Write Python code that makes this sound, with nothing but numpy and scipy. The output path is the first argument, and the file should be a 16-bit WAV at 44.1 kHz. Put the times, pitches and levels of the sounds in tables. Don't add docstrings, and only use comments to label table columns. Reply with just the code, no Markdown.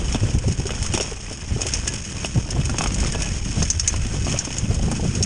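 import sys
import numpy as np
from scipy import signal
from scipy.fft import rfft, irfft, next_fast_len
from scipy.io import wavfile
from scipy.ndimage import uniform_filter1d, map_coordinates

SR = 44100
rng = np.random.default_rng(int(sys.argv[2]) if len(sys.argv) > 2 else 0)


def wrap_up_sound(samples):
    columns = np.atleast_2d(samples).T
    tamed = np.clip(columns, -1, 1)
    steps = np.round(tamed * 32767).astype(np.int16)
    wavfile.write(sys.argv[1], SR, steps)


N = 231833
TIME = np.arange(N) / SR



def amp(db):
    return 10 ** (np.asarray(db) / 20)


def unit(x):
    return x / np.sqrt(np.mean(x ** 2) + 1e-20)


def level(x, count=128):
    return np.sqrt(uniform_filter1d(x * x, count).max() + 1e-20)


def shape(points, hz):
    point_hz, point_db = np.transpose(points)
    return amp(np.interp(np.log(hz + 1), np.log(point_hz + 1), point_db))


def causal(points, hz):
    cepstrum = irfft(np.log(shape(points, hz)))
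    half = len(cepstrum) // 2
    folded = np.r_[cepstrum[0], 2 * cepstrum[1:half]]
    return np.exp(rfft(folded, len(cepstrum)))


def resonances(modes, hz):
    total = 0
    for pitch, width, db in modes:
        damping = 1j * hz * width
        total = total + amp(db) * damping / (pitch * pitch - hz * hz + damping)
    return total


def filtered(x, response):
    size = 2 * next_fast_len(len(x) // 2 + 4096)
    hz = np.fft.rfftfreq(size, 1 / SR)
    return irfft(rfft(x, size) * response(hz), size)[:len(x)]


def wobble(rate):
    points = rng.standard_normal(int(N * rate / SR) + 4)
    return map_coordinates(points, [TIME * rate])


def noise(points):
    return unit(filtered(rng.standard_normal(N), lambda hz: shape(points, hz)))


def grains(rate, spread_db):
    hits = rng.random(N) < rate / SR
    sizes = rng.standard_normal(N) * amp(spread_db * rng.standard_normal(N))
    return unit(hits * sizes)


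def add(track, s, sound):
    room = track[max(round(s * SR), 0):][:len(sound)]
    room += sound[:len(room)]


def curves(rows):
    s, *columns = np.transpose(rows)
    return [np.interp(TIME, s, column) for column in columns]


def case(hz, through_db=-12):
    # pitch_hz, width_hz, level_db
    case_modes = [(2555, 78, -9), (3010, 190, -15.5), (5360, 570, -1.5), (6480, 176, -1.5),
                  (9200, 1200, -35)]
    return amp(through_db) + resonances(case_modes, hz)


def knobs(swell_db=3, swell_rate=18, wander_rate=14, flutter_rate=260):
    # pitch_hz, level_db (per Hz)
    growl_colour = [(150, -10.5), (300, -4), (500, -10), (900, -10.5), (2000, -17)]
    centre_hz, wander = 420, .25
    note_db = -1
    pitch = centre_hz * np.exp(wander * wobble(wander_rate))
    phase = 2 * np.pi * np.cumsum(pitch) / SR
    note = unit(wobble(flutter_rate) * np.sin(phase) + wobble(flutter_rate) * np.cos(phase))
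    swell = amp(swell_db * np.tanh(wobble(swell_rate)))
    return unit((noise(growl_colour) + amp(note_db) * note) * swell)


def tyres(rumble_db, dirt_db, rumble_gain_db=-3, dirt_gain_db=-1.5,
          growl_db=-33.0, growl_grows=1.12, grit_db=0.5):
    # pitch_hz, level_db (per Hz)
    rumble_colour = [(40, -51), (80, -11), (120, -3), (200, -6), (320, -17), (600, -45), (1500, -36),
                     (4000, -87)]
    # pitch_hz, level_db (per Hz)
    dirt_colour = [(120, -7.5), (350, 5.5), (650, -0.5), (1100, -3.5), (2000, -11), (3200, -4.5),
                   (4200, -23), (10000, -44)]
    lumps_db = 2.5
    full_load_db = -22
    lumps = wobble(70)
    drumming = grains(2500, spread_db=0.5) * amp(lumps_db * np.tanh(lumps))
    grinding = grains(700, spread_db=0) * amp(grit_db * lumps)
    rumble = unit(filtered(drumming, lambda hz: causal(rumble_colour, hz)))
    growl = amp(growl_db + growl_grows * (rumble_db - full_load_db)) * knobs()
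    dirt = unit(filtered(grinding, lambda hz: causal(dirt_colour, hz)))
    low = amp(rumble_gain_db) * (amp(rumble_db) * rumble + growl)
    return low + amp(dirt_db + dirt_gain_db) * dirt


def leaves(crunch_db, gain_db=-1, clump_db=3):
    # pitch_hz, level_db (per Hz)
    leaf_colour = [(400, -61.5), (1500, 3.5), (2600, 6), (3300, 8), (4100, -6.5), (5000, 0.5), (6500, 7),
                   (7400, 2.5), (9500, 3.5), (12000, -5)]
    crackle = grains(3500, spread_db=0.0) * amp(clump_db * wobble(130))
    crunch = unit(filtered(crackle, lambda hz: causal(leaf_colour, hz) * case(hz)))
    return amp(crunch_db + gain_db) * crunch


def grit(crunch_db, gain_db=-7, rate=55, spread_db=16):
    # pitch_hz, level_db (per Hz)
    grit_colour = [(300, -13), (900, 6), (1800, -4), (3000, 1.5), (4100, -24), (5500, -2.5), (9500, -5.5),
                   (12000, 9)]
    fade_s = .02
    hits = (rng.random(N) < rate / SR) * amp(spread_db * rng.random(N))
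    fade = amp(-60 * TIME[:SR // 20] / fade_s)
    bursts = signal.fftconvolve(hits, fade)[:N] * rng.standard_normal(N)
    ticks = unit(filtered(bursts, lambda hz: causal(grit_colour, hz) * case(hz)))
    return amp(crunch_db + gain_db) * ticks


def pebbles(dirt_db, spread_db=15, snap_level=0.78, count=260):
    gain_db = -4.5
    lowest_hz, span = 800, 4
    ping_fade_s, snap_fade_s = .03, .02
    out, t = np.zeros(N), TIME[:SR // 15]
    for when, pitch, size in rng.random((count, 3)):
        ping = np.sin(2 * np.pi * lowest_hz * span ** pitch * t) * amp(-60 * t / ping_fade_s)
        snap = snap_level * rng.standard_normal(len(t)) * amp(-60 * t / snap_fade_s)
        add(out, when * N / SR, amp(spread_db * size) * (ping + snap))
    return amp(dirt_db + gain_db) * unit(filtered(out, lambda hz: case(hz, through_db=-18.5)))


def chatter(crunch_db, gain_db=-6.5, spread_db=3, rate=48, unevenness=.3, attack_s=0.026):
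    # pitch_hz, level_db (per Hz)
    chatter_colour = [(400, -32), (1500, 5.5), (2600, 4), (3200, -8), (4100, -5), (5200, -7.5),
                      (6600, -4.5), (7400, 0), (9500, -5.5), (12000, -8)]
    fade_s = .045
    bounces = np.floor(np.cumsum(rate * np.exp(unevenness * wobble(30))) / SR)
    sizes = amp(spread_db * np.clip(rng.standard_normal(N), -2, 2))
    ticks = np.diff(bounces, prepend=0) * sizes
    t = TIME[:SR // 8]
    envelope = amp(-60 * t / fade_s) * (1 - np.exp(-t / attack_s))
    bursts = signal.fftconvolve(ticks, envelope)[:N] * rng.standard_normal(N)
    rattle = unit(filtered(bursts, lambda hz: causal(chatter_colour, hz) * case(hz)))
    return amp(crunch_db + gain_db) * rattle


def wind(buffet_db, gain_db=-3, eddies_db=1.5, eddy_rate=10):
    # pitch_hz, level_db (per Hz)
    buffet_colour = [(10, -7), (22, -9), (45, 0), (80, -3), (120, -9.5), (200, -36), (500, -43),
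                     (1500, -100)]
    return amp(buffet_db + gain_db + eddies_db * wobble(eddy_rate)) * noise(buffet_colour)


def thumps(gain_db=-5.5, lead_s=0.001):
    # crest_s (before lead_s), level_db (before gain_db), pitch_hz
    thump_list = [(0.073, -19, 97.2), (0.152, -17, 151), (0.236, -10, 103.3), (0.268, -16.5, 73.2),
                  (0.362, -9.5, 78.4), (0.477, -11, 116.7), (0.51, -14, 109.5), (0.598, -15.5, 137.7),
                  (0.826, -19.5, 85.4), (0.916, -19.5, 56.8), (0.944, -17.5, 138.4), (1.529, -14, 87.4),
                  (1.567, -16.5, 99.2), (1.683, -22, 75.5), (2.249, -20.5, 96), (2.361, -18, 149.3),
                  (2.378, -9.5, 105.7), (2.56, -18, 111), (2.595, -13, 136), (2.657, -15.5, 75.3),
                  (2.724, -18.5, 90), (3.01, -16, 54.1), (3.505, -19.5, 64), (3.613, -15.5, 94.3),
                  (3.766, -18.5, 80), (3.994, -15, 78), (4.109, -23, 70.6), (4.638, -14.5, 130),
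                  (4.702, -11, 108.5), (4.73, -20, 74), (4.781, -16, 74.6), (4.837, -15.5, 110),
                  (4.878, -17, 145), (4.917, -18, 110.7), (5.033, -13.5, 124), (5.217, -14.5, 82.5)]
    # pitch_hz, level_db (per Hz)
    thump_colour = [(20, -16), (70, 2), (120, 7), (230, -6), (400, -22), (800, -35), (2500, -100)]
    colour_hz = 120
    swell_cycles = 1.5
    out, t = np.zeros(N), TIME[:SR // 5]
    for s, db, pitch in thump_list:
        swell_s = swell_cycles / pitch
        air = filtered(rng.standard_normal(len(t)),
                       lambda hz: shape(thump_colour, hz * colour_hz / pitch))
        power = np.abs(uniform_filter1d(air * air, int(2 * SR / pitch)))
        even_air = air / np.sqrt(power + 1e-20)
        swell = np.exp(-(t / swell_s - 2) ** 2 / 2) * np.minimum(t / swell_s, 1)
        add(out, s - 2 * swell_s - lead_s, amp(db + gain_db) * even_air * swell)
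    return out


def slaps(gain_db=-8, tick_gain_db=9, volley_level=0.44, first_contact=5, detune=0.016):
    # start_s, level_db (before gain_db), tick_db (against the ring, before tick_gain_db),
    # low_db (added to the lowest steel mode)
    slap_list = [(0.124, -16, 3, 22), (0.385, -20, 1, -13), (0.48, -20, -6, 2), (0.523, -18.5, 1, -4),
                 (0.667, -17, -7, 7), (0.826, -14, 21, -4), (0.863, -16, -2, -10), (0.937, -12, 8, -3),
                 (0.948, -13, -7, 15), (0.975, -15, -3, 10), (1.008, -13, -22, 9), (1.018, -19, -16, 10),
                 (1.027, -14, -12, 10), (1.326, -23.5, 7, 7), (1.607, -19, -12, 2), (1.616, -9, -5, -6),
                 (1.666, -12, 11, -9), (1.686, -17.5, 0, 0), (1.736, -7, -7, -3), (1.876, -8.5, -3, -4),
                 (1.937, -16.5, 24, -1), (2.256, -16, 5, 9), (2.506, -15, -7, -7), (2.654, -15, 0, 3),
                 (2.695, -18.5, 2, 0), (2.784, -10.5, -6, 4), (2.817, -15, -1, -2), (2.838, -13.5, 12, 0),
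                 (2.872, -16.5, -7, -1), (2.943, -15, -7, -11), (3.002, -14, 3, -4), (3.068, -18.5, 1, 2),
                 (3.122, -13.5, 10, 3), (3.22, -11.5, 1, 6), (3.626, -9, -15, 4), (3.701, -5, -22.5, 1),
                 (3.796, -6.5, -13, 6), (3.876, -3.5, -14, -15), (3.96, -19, 10, -5), (4.246, -20, -12, 5),
                 (4.294, -19, -27, -10), (4.388, -8.5, -29, 3), (4.45, -16, -6, -1), (4.583, -11, -16, -16),
                 (4.744, -18.5, 0, -3), (4.914, -16.5, 10, -1), (5.15, -18, -8, 6), (5.226, -8, -27, -3),
                 (5.235, -12, -7, -3)]
    # pitch_hz, width_hz, level_db
    chain_modes = [(5550, 154, 2), (6567, 230, 4), (7580, 200, -18)]
    # pitch_hz, width_hz, level_db
    sprocket = (6130, 55, 12.5)
    # pitch_hz, level_db (per Hz)
    link_colour = [(300, -23), (1500, -1.5), (3000, 5), (4100, -4), (5200, -1.5), (7000, 5), (9500, 6.5),
                   (12000, 3)]
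    volley_s, fade_s = 0.0026, 0.056
    rise_s = .00009
    out, t = np.zeros(N), TIME[:SR // 6]
    envelope = amp(-60 * np.maximum(t - volley_s, 0) / fade_s) + volley_level * (t < volley_s)
    for s, db, tick_db, low_db in slap_list:
        force = amp(db)
        tension = 1 + detune * rng.standard_normal()
        volley = rng.standard_normal(len(t)) * envelope * (1 - np.exp(-t * force / rise_s))
        volley[0] += first_contact * force
        modes = [(hz * tension, width, mode_db + low_db * (k == 0))
                 for k, (hz, width, mode_db) in enumerate(chain_modes)]
        tick = filtered(volley, lambda hz: causal(link_colour, hz) * case(hz))
        steel = filtered(volley, lambda hz: resonances(modes, hz) - force * resonances([sprocket], hz))
        clack = steel / level(steel) + amp(tick_db + tick_gain_db) * tick / level(tick)
        add(out, s, amp(db + gain_db) * clack / level(clack))
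    return out


def knocks(gain_db=-6, crack_level=0.91, body_gain_db=0, scatter_db=3, push=18, clack_db=-3):
    # start_s, level_db (before gain_db), body_db (hollow body against the crack),
    # pitch_hz (of the stone's clack)
    knock_list = [(0.146, -11, -7.5, 430), (0.158, -18, -5, 1100), (0.693, -20, 5, 1300),
                  (0.706, -11.5, -3, 500), (0.779, -25, 2, 1410), (0.939, -14, -5, 830),
                  (0.947, -10.5, -10, 410), (0.976, -10, 0, 910), (1, -10.5, -2, 505),
                  (1.01, -15.5, 2, 630), (1.172, -31, 2, 790), (1.324, -32, -7, 1300),
                  (1.607, -19, -2, 1130), (1.617, -20, 4, 474), (1.632, -17, -5, 690),
                  (1.685, -16, -14, 547), (2.247, -9.5, -5.5, 694), (2.489, -25, 5, 965),
                  (2.612, -18, -12, 704), (2.695, -16.5, 7, 1400), (2.744, -19, 9, 950),
                  (2.784, -11.5, -6, 1200), (2.809, -10, 7, 1100), (2.839, -13, -2, 810),
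                  (2.86, -10.5, 0, 1240), (3.031, -19.5, 8, 900), (3.148, -14.5, -4, 970),
                  (3.621, -14, -3, 1050), (3.941, -15, 2, 1035), (4.049, -18, -18, 1200),
                  (4.268, -16, 4, 690), (4.28, -17, 0, 696), (4.341, -17.5, 2, 620), (4.361, -18, -6, 1290),
                  (4.475, -20.5, -1, 1100), (4.505, -18, -10, 910), (4.655, -22, -6, 600),
                  (4.916, -15.5, 22, 695)]
    # pitch_hz, width_hz, level_db
    body_modes = [(430, 340, 29), (630, 160, 24.5), (767, 92, 21.5), (1100, 250, 19), (1257, 280, 15.5),
                  (1570, 87, 16)]
    # pitch_hz, level_db (per Hz)
    crack_colour = [(80, -38), (250, 16.5), (800, -4.5), (1400, -15), (2600, 6), (3500, 4), (4100, -13),
                    (6000, -7.5), (9500, -10.5), (12000, 4.5)]
    # pitch_hz, level_db
    cushion = [(1500, 0), (2500, -6), (6000, -22)]
    crack_fade_s, scrape_fade_s, body_fade_s, clack_fade_s = .015, 0.079, 0.066, .04
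    favour_db = 5
    out, t = np.zeros(N), TIME[:SR // 6]
    scrape = amp(-60 * t / scrape_fade_s) + crack_level * amp(-60 * t / crack_fade_s)
    for s, db, body_db, pitch in knock_list:
        crack_blow = rng.standard_normal(len(t)) * scrape
        body_blow = rng.standard_normal(len(t)) * amp(-60 * t / body_fade_s)
        body_blow[0] += push
        modes = [(hz, width, mode_db - favour_db * abs(np.log2(hz / pitch)) + rng.normal(0, scatter_db))
                 for hz, width, mode_db in body_modes]
        crack = filtered(crack_blow, lambda hz: causal(crack_colour, hz) * case(hz))
        hollow = filtered(body_blow, lambda hz: resonances(modes, hz) * causal(cushion, hz))
        clack = np.sin(2 * np.pi * pitch * t) * amp(-60 * t / clack_fade_s)
        body = hollow / level(hollow) + amp(clack_db) * clack
        knock = crack / level(crack) + amp(body_db + body_gain_db) * body / level(body)
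        add(out, s, amp(db + gain_db) * knock / level(knock))
    return out


def thuds(gain_db=-2, scuff_db=-5.0, attack_s=.003):
    # start_s, level_db (before gain_db), pitch_hz (of the casing)
    thud_list = [(0.146, -19, 235), (0.231, -23.5, 350), (0.346, -25, 320), (0.44, -27.5, 520),
                 (0.479, -21, 370), (0.597, -28, 340), (0.654, -24, 400), (0.94, -23, 340),
                 (1.001, -22.5, 400), (1.116, -27, 440), (1.312, -28.5, 260), (1.561, -28, 400),
                 (1.589, -29.5, 450), (1.653, -24.5, 380), (1.667, -31, 320), (1.937, -29, 260),
                 (2.357, -27, 540), (2.375, -23, 300), (2.457, -30.5, 300), (2.561, -26, 310),
                 (2.592, -28.5, 300), (2.694, -26, 260), (2.745, -25.5, 280), (2.809, -22, 240),
                 (3.055, -26.5, 320), (3.148, -21, 250), (3.158, -34, 355), (3.622, -25.5, 420),
                 (4.139, -25.5, 326), (4.341, -27, 580), (4.473, -24.5, 260), (4.705, -25, 445),
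                 (4.792, -25, 240), (4.878, -22, 215), (4.919, -20.5, 230), (4.994, -23.5, 300),
                 (5.028, -29, 470), (5.047, -26, 356), (5.204, -22.5, 400)]
    # pitch_hz, level_db (per Hz)
    scuff_colour = [(100, -14), (300, 0), (750, -1), (1100, -14), (2500, -38)]
    casing_fade_s, scuff_fade_s = .045, .045
    out, t = np.zeros(N), TIME[:SR // 8]
    for s, db, pitch in thud_list:
        casing = np.sin(2 * np.pi * pitch * t) * amp(-60 * t / casing_fade_s)
        rubbing = rng.standard_normal(len(t)) * amp(-60 * t / scuff_fade_s)
        scuff = filtered(rubbing, lambda hz: causal(scuff_colour, hz))
        both = casing / level(casing) + amp(scuff_db) * scuff / level(scuff)
        thud = both * (1 - np.exp(-t / attack_s))
        add(out, s, amp(db + gain_db) * thud / level(thud))
    return out


def rotor(rubbing=0.0081):
    # start_s, level_db
    ring_list = [(1.877, -34), (3.135, -33.5), (3.23, -37), (3.618, -40), (3.862, -37)]
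    # pitch_hz, level_db, fade_s
    disc_modes = [(1696, 0, .22), (2024, -9, .12), (2985, -6, .12)]
    out, t = np.zeros(N), TIME[:SR // 2]
    for s, db in ring_list:
        drift = rubbing * np.cumsum(rng.standard_normal(len(t)))
        ring = np.zeros(len(t))
        for pitch, mode_db, fade_s in disc_modes:
            ring += amp(mode_db - 60 * t / fade_s) * np.sin(2 * np.pi * pitch * t + drift)
        add(out, s, amp(db) * ring)
    return out


def scene(bumps_db=2.5, bump_rate=22):
    # time_s, buffet_db (before wind's gain)
    airflow = [(0, -24.5), (.45, -24.5), (.7, -27), (.9, -24), (1.1, -30), (1.45, -32), (1.8, -24.5),
               (2.08, -32.5), (2.48, -28.5), (2.6, -24.5), (3.05, -23), (3.85, -25), (4.05, -22),
               (4.5, -30), (4.75, -22), (5.26, -27)]
    # time_s, rumble_db (before bumps and gain)
    load = [(0, -30), (.5, -30), (.66, -32.5), (.95, -32.5), (1.1, -38.5), (1.45, -37.5), (1.62, -37),
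            (1.8, -32), (2.05, -35), (2.5, -32.5), (2.58, -27.5), (3, -27.5), (3.42, -31.5), (3.58, -23.5),
            (3.8, -40.5), (4.27, -25), (4.4, -30.5), (4.57, -34), (4.66, -28), (5.26, -23.5)]
    # time_s, dirt_db, crunch_db (both before bumps and gains)
    ground = [(0.12, -38.5, -35.5), (.28, -42.5, -39), (.72, -39.5, -35.5), (1.02, -39, -36.5),
              (1.2, -41.5, -37), (1.48, -42, -41.5), (1.66, -39.5, -34.5), (2.05, -44.5, -38),
              (2.45, -41.5, -38), (2.8, -37, -39), (3.15, -37.5, -34), (3.45, -43, -36),
              (3.6, -42.5, -34.5), (3.85, -42, -36), (4.12, -43.5, -38), (4.32, -37.5, -32),
              (4.7, -42.5, -38), (5.05, -44, -36), (5.26, -48, -35.5)]
    buffet_db, = curves(airflow)
    bump_db = bumps_db * np.tanh(wobble(bump_rate))
    rumble_db, dirt_db, crunch_db = [db + bump_db for db in curves(load) + curves(ground)]
    rolling = tyres(rumble_db, dirt_db) + leaves(crunch_db) + grit(crunch_db) + pebbles(dirt_db) + thuds()
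    rattling = chatter(crunch_db) + slaps() + knocks() + rotor()
    air = wind(buffet_db) + thumps()
    return (air + rolling + rattling)[None]


def record(dry):
    # pitch_hz, level_db
    treble_fall = [(9000, 1), (9900, -5), (10400, -25.5), (13000, -34), (14300, -67)]
    top_hz = 14330
    return filtered(dry[0], lambda hz: shape(treble_fall, hz) * (hz < top_hz))[None]


dry = scene()
out = record(dry)
wrap_up_sound(out)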